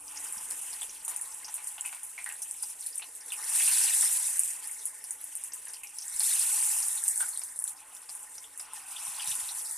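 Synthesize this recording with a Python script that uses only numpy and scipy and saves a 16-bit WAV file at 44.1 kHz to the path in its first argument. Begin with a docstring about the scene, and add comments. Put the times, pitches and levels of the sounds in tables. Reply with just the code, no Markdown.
"""Coated fish fries in a steel pan close to a phone: a brief swell of fizz opens over a quiet simmer.
The sizzle surges as wet pieces meet the oil, near 3.6 s and again near 6.3 s, and swells less near 9.3 s.
Throughout, noise and tiny damped rings make the fizz and simmer, brightest near 9 kHz; water drops spit
as short rings with spray, and large bubbles plop as longer rings with a gurgling tail and a splash.
Behind them lie filtered-noise room tone, a wavering two-tone hum and soft decaying bumps."""
import sys
import numpy as np
from scipy import signal
from scipy.fft import rfft, irfft, next_fast_len
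from scipy.io import wavfile
from scipy.ndimage import uniform_filter1d, map_coordinates

SR = 44100
rng = np.random.default_rng(int(sys.argv[2]) if len(sys.argv) > 2 else 0)


def dump(signal):
    """Clip the signal to [-1, 1] and save it as 16-bit WAV at the path in sys.argv[1]."""
    limited = np.clip(np.atleast_2d(signal).T, -1, 1)
    pcm = np.round(limited * 32767).astype(np.int16)
    wavfile.write(sys.argv[1], SR, pcm)


N = 430857  # samples

# Level rides of the frying, before trims: start_s [s], fizz_db, seethe_db, simmer_db [dB]
FRYING_LEVELS = [(0, -49, -62.5, -56.5), (.17, -42.5, -48.5, -50.5), (.45, -38.5, -52.5, -52),
                 (.72, -40, -50.5, -53.5), (.98, -47.5, -57.5, -58), (1.2, -44, -57, -53),
                 (2.05, -47.5, -58, -57.5), (2.7, -43, -57.5, -60), (3.15, -50, -65, -62),
                 (3.4, -40.5, -59, -48.5), (3.6, -26, -38, -49.5), (3.75, -25, -39.5, -47),
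                 (4.02, -25.5, -43.5, -49.5), (4.3, -31, -49.5, -53), (4.5, -34.5, -51, -57),
                 (4.6, -43.5, -54, -53.5), (4.87, -45.5, -62.5, -59.5), (5.9, -49, -57, -60),
                 (6.12, -39, -62.5, -59), (6.3, -26, -42, -49.5), (6.75, -29, -46.5, -46.5),
                 (7.0, -35.5, -57.5, -52.5), (7.2, -33.5, -64, -54), (7.5, -45.5, -69.5, -59),
                 (7.8, -52.5, -58, -55.5), (8.2, -45, -61.5, -56), (8.52, -52.5, -64, -61.5),
                 (8.65, -54.5, -57, -52), (8.85, -45, -54.5, -49.5), (9.28, -35, -43, -47),
                 (9.58, -37.5, -53.5, -50), (9.77, -41.5, -71, -55.5)]
# Level rides of the middle sizes, before trims: start_s [s], spatter_db, upper_simmer_db [dB]
MIDDLE_LEVELS = [(0, -79, -75), (.2, -65, -56), (.95, -63.5, -61), (2.0, -75, -61.5), (2.6, -67, -66),
                 (3.15, -68, -64.5), (3.45, -54.5, -52.5), (3.7, -41.5, -44), (4.05, -45, -49.5),
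                 (4.55, -65, -57), (5.9, -72, -66.5), (6.3, -44, -48.5), (6.75, -54.5, -54.5),
                 (7.2, -61.5, -56.5), (7.8, -71, -64.5), (8.55, -69.5, -64), (9.3, -51, -56.5),
                 (9.77, -62, -58.5)]
# Colours of the bubble sizes, fine to coarse: freq_hz [Hz], gain_db [dB]
FIZZ_COLOUR = [(3240, -39), (5500, -15), (7570, -3), (8880, 3.5), (9940, 2), (11000, -5), (14300, -15.5),
               (14800, -36), (15000, -87)]
SPATTER_COLOUR = [(2600, -45), (3400, -5), (4600, -3.5), (5300, -1), (6000, 2), (7500, -32.5)]
SEETHE_COLOUR = [(1700, -71), (2300, -4.5), (2600, 1), (3300, -6), (4300, -17)]
UPPER_SIMMER_COLOUR = [(1100, -47), (1450, -3.5), (1800, 1), (2200, 0.5), (2800, -31)]
SIMMER_COLOUR = [(380, -52), (650, -7.5), (800, -0.5), (1300, 0), (1550, 1), (1900, -40)]


def frying():
    """Bubbles of several sizes, from fine fizz to a low simmer that rings in the pan's hollow."""
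    fizz_db, seethe_db, simmer_db = curves(FRYING_LEVELS)
    spatter_db, upper_db = curves(MIDDLE_LEVELS)
    # the harder the frying, the more the bubbles even out
    uneven = np.interp(fizz_db, [-46, -33], [1, .35])
    # bubbles come in flurries that stir all sizes
    flurry_db = 2.0 * uneven * wobble(25)

    fizz_gain = amp(fizz_db - 1.0 + flurry_db + 1.3 * wobble(90))
    fizz = fizz_gain * bed(FIZZ_COLOUR, patchy_db=1.5, count=24000, spread_db=4.5, share=0.25, life_s=0.005)

    spatter_gain = amp(spatter_db + 3.5 + flurry_db + 2.5 * uneven * wobble(35))
    spatter = spatter_gain * bed(SPATTER_COLOUR, patchy_db=4.5, count=1100, spread_db=3.5,
                                 share=.25, life_s=0.016)

    seethe_gain = amp(seethe_db - 4.0 + 0.5 * flurry_db + 1.6 * uneven * wobble(30))
    seethe = seethe_gain * bed(SEETHE_COLOUR, patchy_db=2.5, count=2400, spread_db=2.5,
                               share=0.18, life_s=0.012)

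    simmer = bed(SIMMER_COLOUR, patchy_db=1.5, count=900, spread_db=-4.5, share=0.25, life_s=0.051)
    upper = bed(UPPER_SIMMER_COLOUR, patchy_db=2.5, count=900, spread_db=4.5, share=0.23, life_s=0.014)
    low = amp(simmer_db - 6.0) * unit(hollow(simmer)) + amp(upper_db - 1.5) * unit(hollow(upper))
    low_swing = amp(0.093 * flurry_db + 0.79 * uneven * wobble(15))
    return fizz + spatter + seethe + low_swing * low


# Water drops spitting: start_s [s], level_db [dB, before trim], pitch_hz [Hz],
# sputter_db [dB of spray against level_db]
SPIT_EVENTS = [(0.2423, -30, 9210, -15), (0.2678, -38, 8990, -15), (0.3247, -22.5, 9900, -15),
               (0.3704, -29, 9360, -21), (0.4284, -33, 9200, -22), (0.5043, -29.5, 8150, -4),
               (0.615, -28.5, 10100, -9.5), (0.8124, -24, 8160, -16), (0.8194, -25, 8100, -18),
               (0.8304, -30, 9160, -18), (1.0256, -43, 8750, -6), (1.049, -27.5, 8750, -7.5),
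               (1.0807, -21.5, 9070, -9), (1.0934, -29, 9100, -18), (1.1626, -20, 9200, -14.5),
               (1.213, -27.5, 9100, -8), (1.3455, -27.5, 9850, -20), (1.5415, -21, 9700, -12),
               (1.6445, -27, 8940, -23), (1.6722, -22.5, 9440, -11.5), (1.8098, -18.5, 7850, -22),
               (1.8595, -22.5, 9100, -14.5), (2.0322, -25, 9750, -12), (2.243, -21, 8900, -23),
               (2.261, -29, 9540, -20), (2.2902, -28, 8500, -15), (2.3241, -28, 7700, -13),
               (2.419, -27.5, 9200, -6), (2.511, -20.5, 8540, -18), (2.6257, -22, 9130, -13),
               (2.809, -26, 8800, -18), (2.863, -24.5, 9060, -11.5), (2.957, -24, 10000, -18),
               (2.978, -31.5, 9650, -5), (3.2615, -33, 10300, -18), (3.2824, -35, 9100, -6),
               (3.32, -25.5, 8880, -8.5), (3.48, -25, 9870, -15), (3.5584, -22, 9750, -8),
               (3.677, -14, 9100, -9), (3.9374, -18, 9720, -15), (4.0098, -10.5, 8200, -25),
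               (4.0477, -15, 9150, -17), (4.3938, -10, 9100, -17.5), (4.4064, -25, 9430, -24),
               (4.435, -16, 7950, -16), (4.6733, -27.5, 9250, -10.5), (4.7133, -30, 9050, -7),
               (4.8289, -37, 9200, -31), (4.8552, -21, 10100, -10.5), (5.0404, -28, 10900, -13),
               (5.1078, -19.5, 9000, -15.5), (5.2126, -33, 11300, -24), (5.242, -24.5, 10660, -22),
               (5.3534, -22, 9650, -14.5), (5.438, -23, 8900, -12), (5.5348, -29, 8800, -8),
               (5.654, -27.5, 8800, -23), (5.7348, -28, 9500, -17), (5.8345, -31, 9700, -9),
               (5.9853, -23, 10300, -28), (6.013, -31, 9400, -21), (6.0543, -34, 9140, -15),
               (6.1959, -12.5, 9770, -20), (6.2338, -16, 9140, -12), (6.884, -19, 9300, -16),
               (6.9296, -23, 9070, -19), (6.952, -23, 9000, -13), (7.0386, -15.5, 8520, -16),
               (7.0808, -11, 8500, -17), (7.0858, -14, 8100, -31), (7.1107, -26, 8900, -13),
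               (7.1594, -17, 8800, -17), (7.1771, -16, 8300, -24), (7.206, -19, 8900, -15),
               (7.3746, -18.5, 8800, -27), (7.3936, -21.5, 9400, -29), (7.436, -25, 9040, -11.5),
               (7.5602, -31.5, 9280, -8.5), (7.59, -18, 9350, -29), (7.5984, -24, 9310, -20),
               (7.623, -23, 9650, -24), (7.641, -15.5, 9350, -21), (7.6777, -23, 9400, -10.5),
               (7.9497, -32, 9700, -13), (8.0945, -31, 8400, -13), (8.1518, -26.5, 9700, -24),
               (8.231, -32, 7860, -16), (8.5757, -30, 9950, -10), (8.5959, -28.5, 7860, -19),
               (8.6114, -33, 9700, -12), (8.7346, -26.5, 9050, -16.5), (9.0798, -28, 9700, -18),
               (9.2744, -21, 9940, -18), (9.353, -21.5, 9600, -15), (9.7115, -22, 8900, -17.5)]
SMALL_SPITS = 240  # small drops at random moments
SPIT_HZ, SPIT_SCATTER_HZ = 9420, 1800  # ring of a small drop and its scatter either way
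# over the fizz of the moment; size scatter; spray against the drop; ceiling before trim
SMALL_DB, SMALL_SCATTER_DB, SMALL_SPUTTER_DB, SMALL_TOP_DB = 4, 2.5, -19, -23


def small_spits():
    """Small drops land at random, their level riding on the fizz; most are soft, a few are loud."""
    fizz_db = curves(FRYING_LEVELS)[0]
    drops = []
    for moment, size, pitch in rng.random((SMALL_SPITS, 3)):
        level_db = fizz_db[int(moment * N)] + SMALL_DB - SMALL_SCATTER_DB * np.log(1 - size)
        pitch_hz = SPIT_HZ + SPIT_SCATTER_HZ * (2 * pitch - 1)
        drops.append((moment * N / SR, min(level_db, SMALL_TOP_DB), pitch_hz, SMALL_SPUTTER_DB))
    return drops


def spits():
    """A drop flashes to steam: a ring swells and dies 60 dB in 4 ms, then a sputter of spray crackles."""
    ring, spray, t = np.zeros(N + SR), np.zeros(N + SR), np.arange(SR // 5) / SR
    snap = amp(-60 * t / .004) * (1 - np.exp(-t / .0003))
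    for start_s, level_db, pitch_hz, sputter_db in [*SPIT_EVENTS, *small_spits()]:
        add(ring, start_s, amp(level_db + 10) * snap * np.sin(2 * np.pi * pitch_hz * t))
        long_spray = amp(level_db + sputter_db - 60 * t / 0.16)
        short_spray = amp(level_db - 29 - 60 * t / 0.0023)
        add(spray, start_s, long_spray + short_spray)
    # the spray comes in lumps
    crackle = bed(FIZZ_COLOUR, patchy_db=4.5, count=9000, spread_db=2.5, share=0.35, life_s=0.003)
    sputter = spray[:N] * crackle
    # small drops have no bass
    return filtered(ring[:N] + sputter, lambda hz: 1 / (1 + (5500 / (hz + 1)) ** 6))


# Large bubbles bursting: start_s [s], level_db [dB, before trim], pitch_hz [Hz],
# splash_db [dB of splash against level_db, before trim]
PLOP_EVENTS = [(0.08, -35.5, 5850, -32), (0.172, -28, 6100, -28), (0.379, -34.5, 5600, -27),
               (0.508, -36.5, 5000, -6), (0.73, -33.5, 5000, -10), (0.817, -33, 3330, -9.5),
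               (0.895, -31, 6320, -37), (1.0798, -38.5, 888, 2), (0.159, -33, 5710, -30),
               (0.2688, -36, 5510, -22), (2.863, -37, 4460, -18), (2.9278, -37, 5100, -33),
               (3.02, -36.5, 2740, -8), (3.2076, -40, 5420, -30), (2.996, -41, 2470, -12),
               (1.317, -36, 5700, -34), (1.446, -25.5, 5710, -24), (1.482, -31, 5940, -7.5),
               (1.579, -38, 2550, -6), (1.781, -36, 2950, -7), (1.85, -29.5, 2530, -10.5),
               (1.928, -39.5, 2420, -0.5), (2.179, -29.5, 2270, -14), (2.262, -26.5, 1810, -15),
               (2.298, -36, 2620, -9), (2.422, -30, 6200, -23.5), (2.632, -33, 5480, -14),
               (2.814, -34, 5860, -33), (2.826, -38, 4320, -14), (3.023, -33, 4030, -16.5),
               (3.304, -33.5, 3590, -13), (3.321, -28.5, 2710, -28), (3.6, -25, 2500, -16),
               (3.676, -25.5, 2680, -16.5), (3.881, -29.5, 2540, -18), (4.026, -35, 1800, -3.5),
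               (4.789, -35, 6000, -30), (5.04, -36, 5450, -14), (5.521, -31.5, 5760, -19),
               (5.67, -40, 1795, -6.5), (5.6855, -34, 5820, -30), (5.8714, -36, 6000, -30),
               (5.738, -30.5, 5010, -18), (5.834, -33, 2570, -17.5), (5.987, -26, 5640, -49),
               (6.021, -28.5, 5810, -37), (6.204, -25.5, 4650, -13), (6.773, -32, 6100, -30),
               (6.8254, -24, 5760, -28), (6.975, -34, 3800, -25), (7.673, -42.5, 3900, -15),
               (7.2047, -30.5, 1507, -5), (7.331, -38, 4370, -23), (7.36, -37, 3870, -36),
               (7.417, -36, 5400, -8), (8.091, -35, 5070, -11), (8.38, -33.5, 5830, -16),
               (8.442, -42, 3230, -15), (8.599, -32, 5350, -9), (8.963, -30.5, 3230, -25),
               (9.197, -30, 3200, -23), (9.315, -29, 3480, -24), (9.488, -28.5, 3960, -27)]
# Larger, lower bubbles gurgle longer: pitch_hz [Hz], decay_s [s to fall 60 dB]
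GURGLE_DECAY = [(2000, 0.25), (3000, .12), (6000, 0.08)]


def plops():
    """A large bubble's cavity rings, gurgles on in a rough tail, and its splash sounds broadly in the pan."""
    out, splash, t = np.zeros(N + SR), np.zeros(N + SR), np.arange(SR // 5) / SR
    for start_s, level_db, pitch_hz, splash_db in PLOP_EVENTS:
        phase = 2 * np.pi * pitch_hz * t
        noise = rng.standard_normal((4, len(t)))
        # smoothing over three cycles makes the tail waver
        span = round(SR * 3 / pitch_hz)
        rough = unit(uniform_filter1d(uniform_filter1d(noise[:2], size=span), size=span))
        lumps_db = 3.05 * unit(uniform_filter1d(noise[3], size=4 * span))
        fade = amp(-60 * t / max(along(GURGLE_DECAY, pitch_hz), .005) + lumps_db)
        tail = amp(-9.0) * fade * (rough[0] * np.sin(phase) + rough[1] * np.cos(phase))
        # the ring falls 60 dB in 36 cycles
        ring = amp(3 - 60 * t * pitch_hz / 36) * np.sin(phase)
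        onset = 1 - np.exp(-t / 0.0004)
        add(out, start_s, amp(level_db - 3.0) * onset * (ring + tail))
        splash_fade = 0.39 * fade + 1.4 * amp(-60 * t / 0.00099)
        add(splash, start_s, amp(level_db + splash_db + 8.5) * splash_fade * noise[2])
    band = lambda hz: 1 / (1 + (650 / (hz + 1)) ** 6)
    soft_splash = filtered(splash[:N], lambda hz: band(hz) / (1 + (hz / 4500) ** 2))
    return filtered(out[:N], band) + hollow(soft_splash)


# The pan's resonances: centre_hz [Hz], width_hz [Hz], gain_db [dB]
PAN_RESONANCES = [(860, 52, 8), (1008, 63, 4.5), (1243, 4.3, 2.5), (1482, 19, -20), (1830, 15, 4)]


def hollow(x):
    """The pan's bowl adds a few resonant bands to the direct sound."""
    def bowl(hz):
        response = 1
        for centre, width, gain_db in PAN_RESONANCES:
            damping = 1j * hz * width
            response = response + amp(gain_db) * damping / (centre * centre - hz * hz + damping)
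        return response
    return filtered(x, bowl)


# Echoes of pan and wall: delay_s [s], level_db [dB]
PAN_ECHOES = [(.0014, -13), (.0026, -18), (.0042, -14), (.007, -19), (.011, -21)]


def echoes(x):
    """Short copies return from the pan's sides and the wall behind."""
    copies = [amp(level_db) * np.pad(x, ((0, 0), (round(delay_s * SR), 0)))[:, :N]
              for delay_s, level_db in PAN_ECHOES]
    return x + sum(copies)


# The hum's two tones: pitch_hz [Hz], level_db [dB, relative]
HUM_TONES = [(100, -6.5), (293, 0.5)]


def appliance_hum(hum_db):
    """Two tones wander in pitch separately and waver in level together."""
    waver_db = 2.2 * wobble(14)
    hum = np.zeros(N)
    for pitch_hz, level_db in HUM_TONES:
        phase = 2 * np.pi * np.cumsum(pitch_hz + 2.5 * wobble(18)) / SR
        hum += amp(level_db + hum_db + 2.5 + waver_db) * np.sin(phase)
    return hum


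# Soft low bumps on the worktop: start_s [s], level_db [dB, before trim], pitch_hz [Hz]
BUMP_EVENTS = [(0.367, -46, 206), (3.66, -53, 150), (6.15, -52, 90), (9.078, -49, 171), (9.277, -43, 155),
               (9.311, -46, 119), (9.381, -52, 220), (9.429, -53, 83.4)]


def worktop_bumps():
    """Each knock sounds with the worktop's own 65 Hz boom, both dying 60 dB in 54 ms."""
    bumps, t = np.zeros(N + SR), np.arange(SR // 4) / SR
    for start_s, level_db, pitch_hz in BUMP_EVENTS:
        push = np.sin(2 * np.pi * pitch_hz * t) + 0.73 * np.sin(2 * np.pi * 65 * t)
        add(bumps, start_s, amp(level_db - 1.0 - 60 * t / 0.054) * (1 - np.exp(-t / 0.006)) * push)
    return bumps[:N]


# Level rides of the room, before trims: start_s [s], rumble_db, room_tone_db, hum_db [dB]
ROOM_LEVELS = [(0, -72, -72, -73), (.7, -72.5, -73, -78), (2.0, -77, -75, -83.5), (2.6, -75, -76.5, -84),
               (3.7, -82.5, -71.5, -82), (5.0, -76.5, -78, -82), (6.2, -78.5, -77.5, -82),
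               (8.2, -77, -77, -80.5), (9.2, -73, -76, -80), (9.77, -83, -78, -89)]
# Colours of room tone and rumble: freq_hz [Hz], gain_db [dB]
ROOM_COLOUR = [(200, -20.5), (264, -2), (369, -3.5), (436, 5.5), (700, 0.5), (910, -47), (1500, -120)]
RUMBLE_COLOUR = [(15, -26), (35, 2.5), (60, -1.5), (97, -8.5), (220, -4.5), (300, -30), (500, -120)]


def kitchen():
    """Coloured noise makes rumble and room tone, beside an appliance hum and soft bumps."""
    rumble_db, room_db, hum_db = curves(ROOM_LEVELS)
    room_gain = amp(room_db + 2.0 + 1.5 * wobble(3.6))
    room = room_gain * bed(ROOM_COLOUR, patchy_db=3.0, count=300, spread_db=1, share=0.1, life_s=0.03)
    rumble_gain = amp(rumble_db - 5.0 + 1.3 * wobble(9.6))
    rumble = rumble_gain * bed(RUMBLE_COLOUR, patchy_db=1.0, count=100, spread_db=-4.0,
                               share=0.05, life_s=0.022)
    return rumble + room + appliance_hum(hum_db) + worktop_bumps()


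# Stereo width of every noise bed: freq_hz [Hz], side_db [dB, side against mid]
STEREO_WIDTH = [(40, -24), (250, -32), (1200, -44.5), (3300, -55.5), (4600, -9), (6000, -10), (8000, -5),
                (14000, -4.5)]


def bed(spectrum, patchy_db, count, spread_db, share, life_s):
    """Stereo hiss plus central bubbles in one colour, mid rms near 1; share is the bubbles' power."""
    share = np.clip(share, 0, 1)
    colour = lambda hz: amp(along(spectrum, hz))
    mid_and_side = lambda hz: colour(hz) * [hz ** 0, amp(along(STEREO_WIDTH, hz))]
    hiss, side = filtered(patchy(patchy_db), mid_and_side)
    grains = unit(filtered(bursts(count, spread_db, spectrum, life_s), colour))
    mid = np.sqrt(1 - share) * hiss / np.std(hiss) + np.sqrt(share) * grains
    side = side / np.std(hiss)
    return np.array([mid + side, mid - side])


def bursts(count, spread_db, spectrum, life_s):
    """Bursting bubbles: damped rings of random pitch; a few stand out louder, or softer if spread < 0."""
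    at, size, pitch = rng.random((count, 3)).T
    low_hz, high_hz = spectrum[0][0], spectrum[-1][0]
    # each ring is cut at two thirds of its clipped life
    k = np.arange(round(np.clip(life_s, .001, .025) * SR * 2 / 3))
    level_db = -spread_db * np.log(1 - .985 * size)
    pitch_hz = low_hz + (high_hz - low_hz) * pitch
    decay = amp(level_db[:, None] - 60 * k / SR / life_s)
    rings = decay * np.sin(2 * np.pi * pitch_hz[:, None] * k / SR)
    places = (at * N).astype(int)[:, None] + k
    return unit(np.bincount(places.ravel(), rings.ravel())[:N])


def patchy(depth_db):
    """Two unrelated noises share patches of random gain in time and frequency."""
    z = signal.stft(rng.standard_normal((2, N)), nperseg=256)[2]
    field = uniform_filter1d(rng.standard_normal(z.shape[1:]), size=5, axis=0)
    field = uniform_filter1d(field, size=9, axis=1)
    return unit(signal.istft(z * amp(depth_db * unit(field)), nperseg=256)[1][:, :N])


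def wobble(rate):
    """A smooth random curve with rate knots a second."""
    coarse = np.arange(0, N + 32, 32)
    smooth = map_coordinates(rng.standard_normal(int(N * rate / SR) + 4), [coarse * rate / SR])
    return np.interp(np.arange(N), coarse, smooth)


def curves(rows):
    """One value per sample for each column after the time."""
    start_s, *columns = np.transpose(rows)
    return [np.interp(np.arange(N) / SR, start_s, column) for column in columns]


def along(points, hz):
    """Read a value between (Hz, value) points on a log frequency axis."""
    f, v = np.transpose(points)
    return np.interp(np.log(hz + 1), np.log(f + 1), v)


def filtered(x, response):
    """Shape the spectrum by a response of frequency."""
    m = next_fast_len(N + 8192)
    return irfft(rfft(x, m) * response(np.fft.rfftfreq(m, 1 / SR)), m)[..., :N]


def amp(db):
    """Decibels to an amplitude factor."""
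    return 10 ** (np.asarray(db) / 20)


def unit(x):
    """Scale to an overall rms of 1."""
    return x / np.sqrt(np.mean(x ** 2) + 1e-20)


def add(track, start_s, sound):
    """Mix a sound into the track at start_s seconds."""
    track[round(start_s * SR):][:len(sound)] += sound


def scene():
    """Frying in front, spits and plops echoing in the pan, the kitchen behind."""
    return frying() + echoes(spits() + plops()) + kitchen()


def record(dry):
    """The phone keeps nothing above its band limit of 14350 Hz."""
    return filtered(dry, lambda hz: hz < 14350)


dry = scene()
out = record(dry)
dump(out)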